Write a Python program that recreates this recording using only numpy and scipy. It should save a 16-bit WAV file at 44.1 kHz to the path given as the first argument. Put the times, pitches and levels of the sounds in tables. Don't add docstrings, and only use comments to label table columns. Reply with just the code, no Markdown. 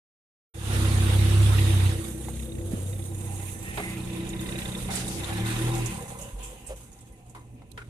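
import sys
import numpy as np
from scipy import signal
from scipy.fft import rfft, irfft, next_fast_len
from scipy.io import wavfile
from scipy.ndimage import uniform_filter1d, map_coordinates

SR = 44100
rng = np.random.default_rng(int(sys.argv[2]) if len(sys.argv) > 2 else 0)


def wav_out(sig):
    wavfile.write(sys.argv[1], SR, np.round(np.clip(np.atleast_2d(sig).T, -1, 1) * 32767).astype(np.int16))


N = 348213


def amp(db):
    return 10 ** (np.asarray(db) / 20)


def pan(left_minus_right_db):
    return amp(np.outer([.5, -.5], left_minus_right_db))


def unit(x):
    return x / np.sqrt(np.mean(x ** 2) + 1e-20)


def along(points, hz):
    f, v = np.transpose(points)
    return np.interp(np.log(hz + 1), np.log(f + 1), v)


def shaped(spectrum):
    return lambda hz: amp(along(spectrum, hz))


def curves(rows):
    s, *cols = np.transpose(rows)
    return [np.interp(np.arange(N) / SR, s, c) for c in cols]


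def wobble(rate):
    coarse = np.arange(0, N + 64, 64)
    knots = rng.standard_normal(int(N * rate / SR) + 4)
    return np.interp(np.arange(N), coarse, map_coordinates(knots, [coarse * rate / SR]))


def filtered(x, response):
    m = next_fast_len(N + SR // 2)
    return irfft(rfft(x, m) * response(np.fft.rfftfreq(m, 1 / SR)), m)[..., :N]


def modes(table):
    def response(f):
        return sum((-1) ** k * amp(db) * 1j * f * width / (hz * hz - f * f + 1j * f * width)
                   for k, (hz, width, db) in enumerate(table))
    return response


# f/Hz, likeness (0 to 1)
MIC_LIKENESS = [(60, 0.91), (180, 1), (530, 0.72), (1590, 0.22), (3000, 0.028), (4750, 0.016),
                (14200, 0.014)]


def rush(response, patchy_db):
    z = signal.stft(rng.standard_normal((2, N)), nperseg=512)[2]
    field = rng.standard_normal(z.shape[1:])
    field = uniform_filter1d(uniform_filter1d(field, 6, 0), 8, 1)
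    pair = signal.istft(z * amp(patchy_db * unit(field)), nperseg=512)[1][:, :N]

    def mid_side(hz):
        turn = np.arccos(np.clip(along(MIC_LIKENESS, hz), -1, 1)) / 2
        return response(hz) * np.array([np.cos(turn), np.sin(turn)])

    mid, side = filtered(pair, mid_side)
    return unit(np.array([mid + side, mid - side]))


def burst(hz, width, size, order=2):
    edges = np.clip([hz / (1 + width), hz * (1 + width)], 50, 16000)
    band = signal.butter(order, edges, "band", fs=SR)
    alike = np.clip(along(MIC_LIKENESS, hz), 0, 1)
    left, other = rng.standard_normal((2, size))
    return unit(signal.lfilter(*band, [left, alike * left + np.sqrt(1 - alike ** 2) * other]))


def add(track, s, sound):
    part = track[:, round(s * SR):][:, :sound.shape[-1]]
    part += sound[..., :part.shape[1]]


def building_hum():
    return amp(-55) * burst(117.6, 0.029, size=N)[0]


# f/Hz, relative level/dB
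RUMBLE_SPECTRUM = [(12, -50), (20, -16), (48, 6.5), (140, -2.5), (250, -5), (300, -8), (390, -72),
                   (660, -120)]


def ground_rumble(bay_db):
    level_db = -46 + 0.6 * (bay_db + 53.5)
    return amp(level_db) * rush(shaped(RUMBLE_SPECTRUM), patchy_db=1.2)


# f/Hz, relative level/dB
CLATTER_SPECTRUM = [(410, -62), (700, -11.5), (825, -10.5), (1990, -13), (3700, -12), (4280, -17.5),
                    (5500, -21.5), (7150, -29), (12100, -120)]
# f/Hz, relative level/dB
HISS_SPECTRUM = [(2650, -9), (4500, -19), (6260, 8), (7860, 7.5), (8630, 11), (9380, 8.5), (10800, 4.5),
                 (12900, 0.5), (14600, -9.5)]
# f/Hz, bandwidth/Hz, relative level/dB
CHIME_MODES, CHIME_DB = [(6880, 190, 1), (8850, 41, -3.8)], -11.5


def clatter_and_hiss(clatter_db, hiss_db):
    shock_share = np.interp(np.arange(N) / SR, [1.9, 2.3], [.04, .26])
    shocks = (rng.random(N) < 60 / SR) * amp(9.9 * rng.random(N))
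    decay_s = 0.026
    decaying = signal.lfilter([1], [1, -np.exp(-1 / (decay_s * SR))], shocks)
    shake = unit(1 + shock_share * decaying)
    clatter = amp(clatter_db) * shake * rush(shaped(CLATTER_SPECTRUM), patchy_db=2.1)
    hiss = amp(hiss_db) * shake * rush(shaped(HISS_SPECTRUM), patchy_db=2.0)
    chimes = unit(filtered(shocks * rng.standard_normal(N), modes(CHIME_MODES)))
    return clatter + hiss + amp(hiss_db + CHIME_DB) * chimes * shock_share / shock_share.max()


# f/Hz, bandwidth/Hz, level/dB before the tilt
BASKET_WIRES = [(486.3, 38, -3.5), (789.5, 45, -3.5), (1003, 28, -8.5), (1800, 45.1, -17.5),
                (2040, 42, -11.5), (2570, 350, -8)]
# t/s, level/dB, tilt/dB per octave around 800 Hz
BASKET_RINGING = [(2, -56.5, -10.5), (2.65, -64, -26.5), (3.2, -52.5, 0), (3.85, -50, 5), (4.5, -48.5, 1),
                  (5.1, -50.5, 3.5), (5.8, -42.5, 0), (6.4, -55.5, -4), (7, -62, -1.5), (7.9, -72, 0)]


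def ringing_basket():
    level_db, tilt_db = curves(BASKET_RINGING)
    wires = 0
    for hz, width_hz, db in BASKET_WIRES:
        unsteady_db = 1.2 * wobble(1.63) + 2.2 * wobble(7) + 3 * wobble(35)
        wire_db = db + tilt_db * np.log2(hz / 800) + unsteady_db
        wires = wires + amp(wire_db) * burst(hz, width_hz / hz / 2, size=N, order=1)
    return amp(level_db) * wires


# t/s, length/s, f/Hz, level/dB before the arch
SINGING_WIRES = [(3.23, 0.14, 808, -49), (3.642, .2, 1865, -46.5), (3.783, 0.19, 2075, -42.5),
                 (4.532, 0.18, 1614, -48.5), (5.28, 0.33, 1740, -44), (5.48, 1.15, 1006, -51.5),
                 (6.179, 0.14, 568, -50.5), (6.49, 0.097, 514, -51.5), (6.693, 0.055, 524, -44),
                 (7.147, 0.52, 728, -65.5)]


def singing_wires(broken_db):
    out = np.zeros((2, N))
    bandwidth = 0.045
    for s, length_s, hz, db in SINGING_WIRES:
        size = round(length_s * SR)
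        arch = np.sqrt(np.sin(np.pi * np.sqrt(np.arange(size) / (length_s * SR))))
        level = amp(db + broken_db[round(s * SR):][:size])
        add(out, s, level * arch * burst(hz, bandwidth / 2, size=size, order=1)[0])
    return out


# t/s, level/dB before the envelope, f/Hz,
# band reach/share of f, left minus right/dB
WHEEL_SCRAPES = [(4.9, -26, 3502, 1.77, 1), (5.058, -36, 7030, 0.63, 19), (6.19, -45, 2790, 0.089, 2),
                 (6.379, -42.5, 2870, 0.19, 1), (6.55, -46.5, 2750, 0.12, 2)]


def wheel_scrapes(broken_db):
    out, t = np.zeros((2, N)), np.arange(SR // 2) / SR
    rise_s, t60_s = 0.048, 0.54
    for s, db, hz, width, pan_db in WHEEL_SCRAPES:
        level_db = db - 60 * t / t60_s + broken_db[round(s * SR):][:len(t)]
        envelope = amp(level_db) * (1 - np.exp(-t / rise_s))
        add(out, s, pan(pan_db) * envelope * burst(hz, width, size=len(t), order=3))
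    return out


def cart():
    broken_db = 3 * wobble(14)
    return ringing_basket() + singing_wires(broken_db) + wheel_scrapes(broken_db)


# t/s, drive level/dB, low ring f/Hz,
# treble level/dB re drive, t60/s of ring and treble, rattle level/dB re drive
CLANK_HITS = [(2.283, -31.5, 789, -28, 0.039, -14), (3.773, -31.5, 758, -28, 0.3, 4),
              (4.886, -37.5, 720, -20, 0.7, 1), (7.348, -41, 1010, -8.5, 0.22, -2),
              (7.618, -44.5, 800, -18, 0.075, -14), (7.775, -37, 1430, -12, 0.17, 2.5)]
# f/Hz, level/dB re drive
FRAME_RINGS = [(410, 1.5), (2100, -5.5), (3800, -12.5)]


def clanks():
    out, t = np.zeros((2, N)), np.arange(SR // 2) / SR
    ragged_db = 3 * wobble(90)
    crack_hz, crack_db, crack_t60_s = 1700, -1, 0.067
    for s, db, hz, treble_db, t60_s, rattle_db in CLANK_HITS:
        body = 2.1 * burst(hz, 0.051, size=len(t), order=1)
        body += amp(rattle_db) * burst(1030, 1.5, size=len(t), order=3)
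        for ring_hz, ring_db in FRAME_RINGS:
            ring = burst(ring_hz, 0.014, size=len(t), order=1)
            body += amp(ring_db + rng.normal(0, 1)) * ring
        body *= amp(np.resize(ragged_db[round(s * SR):], len(t)) * np.tanh(t / 0.017))
        crack = amp(rattle_db + crack_db - 60 * t / crack_t60_s) * burst(crack_hz, 1.0, size=len(t))
        edge = amp(treble_db) * burst(8600, 0.28, size=len(t))
        clank = amp(-60 * t / t60_s) * (body + edge) + crack
        add(out, s, amp(db - 7.0) * clank * (1 - np.exp(-t / 0.0011)))
    return out


# t/s, drive level/dB, ring f/Hz, t60/s, left minus right/dB
WIRE_CLASHES = [(4.29, -20, 7140, 0.054, 0), (4.405, -23, 13540, .02, 15), (4.954, -14.5, 8030, 0.074, -6),
                (5.079, -19, 8060, 0.069, -8), (5.243, -20, 3860, 0.045, 18),
                (5.7774, -23, 6775, 0.084, -9), (5.858, -18, 6600, 0.087, -11),
                (6.212, -24.5, 6930, 0.13, -11), (6.4276, -22.5, 7400, 0.3, 1),
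                (6.665, -24.5, 8150, 0.15, -7.5), (6.928, -34.5, 6600, 0.065, -7),
                (6.9885, -36, 5400, .02, 1), (7.007, -36, 8170, 0.086, -7), (7.12, -42.5, 10100, 0.13, -9),
                (7.296, -34, 7350, 0.059, -8), (7.716, -33, 3870, 0.021, -25.5)]


def wire_clashes():
    out, t = np.zeros((2, N)), np.arange(SR // 2) / SR
    for s, db, hz, t60_s, pan_db in WIRE_CLASHES:
        splash = 0.77 * burst(hz, 0.084, size=len(t)) + 0.48 * burst(8000, 0.34, size=len(t))
        rise = 1 - np.exp(-t / (0.02 * t60_s))
        add(out, s, pan(pan_db) * amp(db - 14.5 - 60 * t / t60_s) * splash * rise)
    return out


# t/s, drive level/dB, f/Hz, t60/s
DULL_BUMPS = [(2.734, -29, 204.2, 0.031), (6.331, -47.5, 47.3, 0.85), (6.681, -50, 54.2, 0.51),
              (7.54, -58, 245, 0.15)]


def thumps():
    out, t = np.zeros((2, N)), np.arange(SR // 2) / SR
    for s, db, hz, t60_s in DULL_BUMPS:
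        envelope = amp(db + 17.5 - 60 * t / t60_s) * (1 - np.exp(-t * hz * 3))
        add(out, s, envelope * np.sin(2 * np.pi * hz * t))
    return out


# t/s, level/dB
PANEL_DRONE = [(.55, -54.5), (.74, -38), (1.7, -37), (2.26, -42), (2.4, -55), (2.55, -39), (2.85, -53),
               (3.05, -42.5), (3.5, -52.5), (4.1, -39), (4.5, -39.5), (4.9, -52.5), (5.33, -35),
               (5.85, -38.5), (6.05, -62.5), (7, -66)]


def panel_drone():
    resonance = modes([(332, 22, 0)])
    return amp(curves(PANEL_DRONE)[0]) * rush(lambda hz: resonance(hz) ** 2, patchy_db=0.5)


# f/Hz, relative level/dB
BAY_SPECTRUM = [(210, 5), (423, 7.5), (572, 5), (672, -3.5), (1070, -22), (2500, -38), (3250, -45),
                (5500, -120)]


def bay_noise(bay_db, firings, running):
    throb = amp(2.0 * np.cos(2 * np.pi * firings) * running)
    return amp(bay_db) * throb * rush(shaped(BAY_SPECTRUM), patchy_db=0.5)


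def valve_ticks(tick_db, firings):
    lead, jitter = 0.35, 0.064
    valves = firings + lead + jitter * wobble(30)
    phase = valves % 1
    strength = amp(4.5 * np.tanh(rng.standard_normal(400)))[valves.astype(int)]
    pulse = unit(strength * phase ** 2 * np.exp(-phase / 0.09))
    ring = np.sin(2 * np.pi * np.cumsum(3680 + 230 * wobble(30)) / SR)
    ring = ring + burst(3700, 0.035, size=N)
    lower = .5 * burst(1960, .06, size=N) + .6 * burst(2600, .08, size=N)
    return amp(tick_db) * pulse * (ring + amp(5 * wobble(25)) * lower)


# f/Hz, level/dB re the block column
BLOCK_SPECTRUM = [(33, -44), (65, 1.5), (98, -14), (130, -4.5), (163, -11.5), (195, -15), (228, -6),
                  (280, -44)]
# f/Hz, level/dB re the tailpipe column
TAILPIPE_SPECTRUM = [(31, -14), (41, -10), (61, -50), (95, -17), (120, 1.5), (150, -27), (160, -11),
                     (184, 2), (197, -13.5), (216, -7), (240, -23), (330, -19.5), (400, -18)]
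# t/s, left minus right/dB
EXHAUST_SIDE = [(1.9, 3.5), (2.4, 6.5), (2.75, 6), (3.3, 2), (4, 3.5)]


def exhaust_hum(firing_hz, firings, block_db, muffler_db, tail_db):
    muffler_hz, muffler_width_hz = 96.7, 14.9
    hum = 0
    for k in range(10):
        hz = (k + 1) * firing_hz
        size = amp(block_db + along(BLOCK_SPECTRUM, hz)) + amp(tail_db + along(TAILPIPE_SPECTRUM, hz))
        size += amp(muffler_db) * np.exp(-.5 * ((hz - muffler_hz) / muffler_width_hz) ** 2)
        uneven = amp(1.3 * wobble(16) + .7 * wobble(3))
        phase = 2 * np.pi * (k + 1) * firings + 0.4 * wobble(9) + .15 * k * k
        hum = hum + np.sqrt(2) * size * uneven * np.sin(phase)
    return hum * pan(curves(EXHAUST_SIDE)[0])


# t/s, firing f/Hz,
# engine block, muffler boom, tailpipe (each level/dB before its spectrum)
ENGINE_PASS = [(0.56, 35.1, -47.5, -45, -77.5), (0.68, 33.18, -38.5, -28.5, -60),
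               (0.8, 33.02, -31, -25, -73), (1.13, 32.34, -32.5, -22.5, -72), (1.4, 33.51, -32, -17.5, -72),
               (1.88, 31.83, -35, -22.5, -72), (2.07, 31.08, -41, -49, -51), (2.4, 32.42, -38.5, -63, -70),
               (2.6, 32.14, -43, -37.5, -73), (2.8, 31.83, -66, -33, -46.5),
               (3.29, 32.14, -53, -35.5, -44.5), (3.62, 31.7, -90, -42.5, -47),
               (3.9, 30.35, -48, -46.5, -41.5), (4.6, 31.05, -44, -64, -44), (5.1, 30.56, -56, -60, -40.5),
               (5.2, 32.2, -43.5, -44.5, -49), (5.44, 37.47, -59, -33.5, -32),
               (5.65, 39.8, -41, -46, -29.5), (5.86, 39.68, -57, -64.5, -32),
               (5.96, 35.53, -38.5, -65, -44.5), (6.1, 32.18, -60, -77, -45), (6.3, 31.5, -60, -51, -52)]


def truck(bay_db, tick_db):
    firing_hz, block_db, muffler_db, tail_db = curves(ENGINE_PASS)
    firings = np.cumsum(firing_hz) / SR + 0.2957
    running = np.interp(np.arange(N) / SR, [6.25, 6.4], [1, 0])
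    hum = exhaust_hum(firing_hz, firings, block_db, muffler_db, tail_db)
    engine = running * (hum + valve_ticks(tick_db, firings))
    return engine + panel_drone() + bay_noise(bay_db, firings, running)


# t/s, engine bay level/dB, mid-band clatter level/dB, treble hiss and jingle level/dB,
# valve ticking level/dB (each before its unsteadiness or ring)
LAYER_LEVELS = [(.55, -64, -47.5, -51, -73), (.72, -39, -32.5, -39.5, -53), (1.65, -41, -32.5, -39.5, -49),
                (1.9, -43, -35.5, -42, -53), (2.1, -50.5, -50, -46, -63.5),
                (2.55, -52.5, -59.5, -54, -59.5), (2.76, -38.5, -53, -52, -77),
                (2.9, -49.5, -56.5, -50.5, -62.5), (3.6, -51, -57, -49, -66),
                (4.15, -47.5, -47.5, -50, -54.5), (4.5, -45.5, -47.5, -48, -49),
                (5.15, -44, -46.5, -47, -52.5), (5.35, -47, -41.5, -47.5, -49.5),
                (5.8, -44.5, -41, -42, -50.5), (6.05, -57.5, -53.5, -49, -103), (6.7, -61, -61, -56, -90),
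                (7.2, -64, -69.5, -66, -92), (7.5, -60.5, -78.5, -70, -90), (7.9, -58, -65, -67, -88)]


def scene():
    bay_db, clatter_db, hiss_db, tick_db = curves(LAYER_LEVELS)
    background = ground_rumble(bay_db) + building_hum()
    cart_sounds = cart() + clanks() + wire_clashes() + thumps()
    return background + clatter_and_hiss(clatter_db, hiss_db) + cart_sounds + truck(bay_db, tick_db)


# f/Hz, left minus right/dB
MIC_LEAN = [(60, -3), (130, -9), (290, -0.5), (620, 0.5), (1360, -7), (2970, -4.5), (6490, -6.5),
            (10000, -24), (14200, -16.5)]
# t/s, share
PHONE_TURN = [(2.5, 0.76), (4, 0.63), (7.9, 0.18)]
# t/s, lag/ms
LEFT_LAG = [(.6, .25), (2, .25), (2.6, -.25), (3.8, -.25), (4.2, .2), (7.9, .2)]


def record(dry):
    start_s, fade_s, top_hz = .539, 0.0063, 14550
    turned = filtered(dry, lambda hz: pan(along(MIC_LEAN, hz)))
    share = np.clip(curves(PHONE_TURN)[0], 0, 1)
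    heard = share * turned + (1 - share) * dry
    half_lag = curves(LEFT_LAG)[0] * SR / 2000
    ports = [map_coordinates(port, [np.arange(N) - side * half_lag])
             for port, side in zip(heard, (1, -1))]
    fade = np.clip((np.arange(N) / SR - start_s) / fade_s, 0, 1)
    return filtered(fade * ports, lambda hz: hz < top_hz)


dry = scene()
out = record(dry)
wav_out(out)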